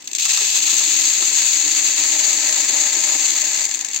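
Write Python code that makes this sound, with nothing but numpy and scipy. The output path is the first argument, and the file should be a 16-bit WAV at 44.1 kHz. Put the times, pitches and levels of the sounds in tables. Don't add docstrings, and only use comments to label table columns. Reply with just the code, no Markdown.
import sys
import numpy as np
from scipy import signal
from scipy.fft import rfft, irfft, next_fast_len
from scipy.io import wavfile
from scipy.ndimage import uniform_filter1d, minimum_filter1d, map_coordinates

SR = 44100
rng = np.random.default_rng(int(sys.argv[2]) if len(sys.argv) > 2 else 0)


def store_pcm(level_fs):
    pcm = np.round(np.clip(level_fs, -1, 1) * 32767).astype(np.int16)
    wavfile.write(sys.argv[1], SR, np.atleast_2d(pcm).T)


N = 176400

# pitch in Hz, left and right strength in dB.
AIR_TONE = [(25, -6, -14), (50, -13, -20), (85, -2, -10), (130, -3, -20), (220, -2, 3), (600, -5, -4.5),
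            (2000, -19, -4.5), (8050, 1.5, -16), (9500, -52, -55)]
# start in seconds, strength in dB.
THUMP_HITS = [(.724, -31), (.86, -37), (1.168, -37), (1.217, -27), (1.655, -30.5), (1.903, -44),
              (2.112, -30), (2.691, -31), (2.736, -38), (2.797, -31.5), (2.961, -28), (3.135, -34)]
# start in seconds, strength in dB, favoured pitch in Hz.
KNOCK_HITS = [(.254, -36, 1050), (.314, -41, 1240), (0.373, -34, 1350), (.415, -37, 450), (.551, -40, 900),
              (.68, -37.5, 1210), (.724, -35, 750), (.804, -35, 870), (1.041, -40.5, 1100),
              (1.198, -33, 550), (1.221, -34, 950), (1.31, -32.5, 680)]
# pitch in Hz, strength in dB.
BASE_NOTES = [(410, 2.5), (600, -6), (805, -4), (1040, 0.5), (1190, -0.5), (1330, 3), (1600, -4)]
# pitch in Hz, width in Hz, strength in dB.
BOTTLE_NOTES = [(88.4, 17, -33), (201.4, 7.6, -0.5), (243, 8.3, -6), (306, 32.6, 10), (370, 18, -1)]
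# time in seconds, level in dB.
HOLLOW_LEVEL = [(0, -58.5), (.18, -60.5), (.4, -55.5), (.75, -46), (1.2, -49.5), (1.5, -50.5), (1.8, -45),
                (2.9, -46), (3.6, -48), (3.85, -53.5), (4, -52.5)]
# pitch in Hz, width in Hz, strength in dB.
BELLY_NOTES = [(539.6, 4.7, -9), (625, 30, 4.5), (808, 32, 2), (878, 50, -1), (987, 30, 2.5),
               (1116, 29, -8), (1237, 81, -2)]
# time in seconds, level in dB.
HEAP_LEVEL = [(0, -50.5), (.18, -50), (.3, -36), (1.5, -37), (2, -33.5), (2.8, -31.5), (3.6, -34.5),
              (3.82, -39), (4, -40.5)]
# pitch in Hz, left and right strength in dB.
HEAP_TONE = [(100, -41.5, -43.5), (417, -12, -30), (483, -26.5, -23.5), (780, -2.5, 4.5), (970, 0, 0),
             (1360, -15, -12.5), (1620, -1, 3), (2070, 1.5, 9), (2460, 0.5, 1.5), (2750, -8.5, 3),
             (3260, -8.5, -11.5), (6200, 7, -16.5), (9650, -52.5, -54)]
# time in seconds, level in dB.
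FLOW_LEVEL = [(0, -44), (.065, -39), (.085, -46.5), (.105, -38), (.145, -39), (.158, -25), (.181, -33),
              (.189, -17.5), (.6, -16), (.9, -15), (1.3, -15.5), (1.7, -15.5), (2.45, -16.5), (3.25, -16.5),
              (3.52, -18.5), (3.655, -19.5), (3.685, -26), (3.745, -22.5), (3.8, -29), (3.92, -29),
              (3.96, -23), (4, -23)]
# time in seconds, left minus right in dB.
STREAM_AIM = [(1.3, 3), (1.7, 2.5), (2.3, 2.5)]
# start in seconds, strength in dB.
TICK_HITS = [(.0223, -33), (.0418, -33), (.0738, -21), (.0770, -22), (.1136, -22), (.1321, -18),
             (.1492, -14), (.155, -23), (.161, -22), (.1843, -14), (.2525, -13), (.333, -13), (.3734, -13),
             (1.3921, -10), (2.544, -14), (2.8358, -13), (3.3053, -13), (3.652, -13), (3.6895, -23),
             (3.7115, -13.5), (3.7405, -21), (3.7462, -16), (3.7905, -19), (3.8100, -19), (3.8469, -17),
             (3.8858, -18), (3.902, -25), (3.912, -23), (3.9332, -18), (3.9447, -17), (3.9616, -14)]
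# pitch in Hz, left and right strength in dB.
BARE_WALL_TONE = [(314, -41.5, -45.5), (1435, -37.5, -25.5), (2140, -24.5, -19), (2596, -15, -5.5),
                  (3190, -17.5, -13), (3440, -14, -7), (4620, -13, -8), (4860, -16, -10.5),
                  (6110, -8.5, -15.5), (6370, 0.5, -11), (7260, -10.5, -9), (7500, 4, -9), (7760, -12, -11),
                  (8500, -13, -18), (11600, -27, -26), (15700, -33.5, -24)]
# pitch in Hz, left and right strength in dB.
COVERED_WALL_TONE = [(314, -45, -47.5), (1400, -27.5, -24), (2070, -21.5, -16.5), (2480, -21, -10),
                     (3140, -26, -16), (3390, -16.5, -19.5), (4800, -10, -9), (4830, -22, -29.5),
                     (6200, -11.5, -10), (6030, -4, -8), (6720, .5, -4), (7200, -1.5, -11), (7600, -2, -9),
                     (7860, -12, -21), (8400, -18, -21.5), (12000, -33.5, -31), (15700, -39, -23)]
# time in seconds, share from 0 to 1.
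HEAP_COVER = [(.35, 0.09), (1, 0.57), (1.9, 0.74)]
# pitch in Hz, gain in dB.
TREBLE_GAP = [(8400, 0), (8800, -24), (9300, -55), (11300, -55), (11600, 0)]

SEEDS_PER_S, TRICKLE_PER_S, FULL_FLOW_DB = 2600, 400, -16.5
WALL_FADE_S, TICK_FADE_S, HEAP_FADE_S, THUMP_FADE_S = 0.0066, 0.0093, 0.0086, 0.065
ECHO_DB, ECHO_FADE_S = -18.5, 0.087


def amp(db):
    return 10 ** (np.asarray(db) / 20)


def unit(x):
    return x / np.sqrt(np.mean(x ** 2) + 1e-20)


def lean(db):
    return amp([[db], [-db]])


def curve(rows):
    return np.interp(np.arange(N) / SR, *np.transpose(rows))


def wobble(per_s):
    return map_coordinates(rng.standard_normal(8192), [np.arange(N) * per_s / SR], mode="wrap")


def filtered(x, response):
    size = 2 * next_fast_len(N)
    hz = np.fft.rfftfreq(size, 1 / SR)
    return irfft(rfft(x, size) * response(hz), size)[..., :N]


def coloured(x, tone):
    def response(hz):
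        pitches, *sides = np.transpose(tone)
        gain = unit(amp([np.interp(np.log(hz + 1), np.log(np.sort(pitches)), db) for db in sides]))
        cepstrum = irfft(np.log(gain))
        half = cepstrum.shape[1] // 2
        cepstrum[:, 1:half] *= 2
        cepstrum[:, half + 1:] = 0
        return np.exp(rfft(cepstrum))
    return filtered(x, response)


def resonate(x, notes, soft_hz=2600):
    def response(hz):
        body = sum(amp(db) * 1j * hz * width / (pitch ** 2 - hz ** 2 + 1j * hz * width)
                   for pitch, width, db in notes)
        return body / (1 + 1j * hz / soft_hz) ** 4
    return filtered(x, response)


def ring(fade_s, alike, attack_s=0.00075):
    t = np.arange(SR // 20) / SR
    shared, *own = rng.standard_normal((3, len(t)))
    noise = np.sqrt(alike) * shared + np.sqrt(1 - alike) * np.array(own)
    rise = 1 - np.exp(-t / attack_s)
    fall = amp(-60 * t / fade_s) + amp(ECHO_DB - 60 * t / ECHO_FADE_S)
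    return noise * rise * fall


def strikes(hits, fade_s, alike, attack_s):
    track = np.zeros((2, N + SR))
    for start_s, db in hits:
        hit = amp(db) * ring(fade_s, alike, attack_s)
        track[:, round(start_s * SR):][:, :hit.shape[1]] += hit
    return track[:, :N]


def shower(rate, fade_s, alike, spots=16, size_spread_db=2.5):
    track = np.zeros((2, N))
    for _ in range(spots):
        falls = rng.random(N) < rate / SR / spots
        sizes = amp(size_spread_db * np.clip(rng.standard_normal(N), -2, 2))
        signs = np.sign(rng.standard_normal(N))
        blows = falls * sizes * signs / np.sqrt(rate)
        track += signal.fftconvolve(blows[None], ring(fade_s, alike), axes=1)[:, :N]
    return unit(track)


def outdoor_air(level_db=-50, flutter_db=1.2):
    return amp(level_db + flutter_db * wobble(19)) * coloured(rng.standard_normal((2, N)), AIR_TONE)


def clump_thumps(boost_db=20):
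    blows = strikes(THUMP_HITS, THUMP_FADE_S, alike=0.86, attack_s=0.011)
    return amp(boost_db) * resonate(blows, BOTTLE_NOTES) * lean(-1)


def base_knocks(boost_db=2, spread_octaves=0.6, fade_s=0.1, attack_s=0.0034):
    track = np.zeros((2, N + SR))
    t = np.arange(SR // 4) / SR
    rise = 1 - np.exp(-t / attack_s)
    for start_s, db, favoured_hz in KNOCK_HITS:
        tones = np.zeros((2, len(t)))
        for hz, note_db in BASE_NOTES:
            distance = np.log2(hz / favoured_hz) / spread_octaves
            phase = 2 * np.pi * hz * t + rng.normal(size=(2, 1))
            tones += amp(note_db - 5.8 * distance ** 2) * np.sin(phase)
        fall = amp(db + boost_db - 60 * t / fade_s)
        track[:, round(start_s * SR):][:, :len(t)] += tones * rise * fall
    return track[:, :N] * lean(-2)


def hollow_note(rate, lumps_db, sway_db=0.5):
    drumming = shower(rate, HEAP_FADE_S, alike=0.75) * amp(lumps_db + sway_db * wobble(22.06))
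    return unit(resonate(drumming, BOTTLE_NOTES)) * amp(curve(HOLLOW_LEVEL)) * lean(-0.5)


def belly_ring(rate, lumps_db, offset_db=-9.5, sway_db=2.5, growth=2.35, full_heap_db=-32):
    drumming = shower(rate, HEAP_FADE_S, alike=0.74) * amp(lumps_db + sway_db * wobble(30.1))
    fill_db = full_heap_db + growth * (curve(HEAP_LEVEL) - full_heap_db)
    return unit(resonate(drumming, BELLY_NOTES)) * amp(fill_db + offset_db) * lean(-2)


def heap_patter(rate, lumps_db):
    patter = shower(rate, HEAP_FADE_S, alike=0.76) * amp(curve(HEAP_LEVEL) + lumps_db)
    return coloured(patter, HEAP_TONE)


def wall_hiss(rate, lumps_db, tick_boost_db=9):
    hiss = shower(rate, WALL_FADE_S, alike=0.24, spots=12) * amp(curve(FLOW_LEVEL) + lumps_db)
    ticks = amp(tick_boost_db) * strikes(TICK_HITS, TICK_FADE_S, alike=0.23, attack_s=0.00087)
    bare = coloured(hiss + ticks, BARE_WALL_TONE)
    covered = coloured(hiss + ticks, COVERED_WALL_TONE)
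    cover = curve(HEAP_COVER)
    aim = amp(np.outer([0.5, -0.5], curve(STREAM_AIM)))
    return ((1 - cover) * bare + cover * covered) * aim


def scene():
    rate = TRICKLE_PER_S + SEEDS_PER_S * amp(curve(FLOW_LEVEL) - FULL_FLOW_DB) ** 2
    lumps_db = 0.67 * wobble(211) + 0.98 * wobble(70.16)
    air = outdoor_air()
    stream = sum(part(rate, lumps_db) for part in (wall_hiss, heap_patter, belly_ring, hollow_note))
    return air + base_knocks() + clump_thumps() + stream


def record(dry, ceiling_db=-1.8, top_hz=15850):
    peaks = np.abs(dry).max(axis=0)
    needed_gain = np.minimum(1, amp(ceiling_db) / (peaks + 1e-9))
    gain = uniform_filter1d(minimum_filter1d(needed_gain, size=181), size=181)
    return filtered(dry * gain, lambda hz: amp(np.interp(hz, *np.transpose(TREBLE_GAP))) * (hz < top_hz))


dry = scene()
out = record(dry)
store_pcm(out)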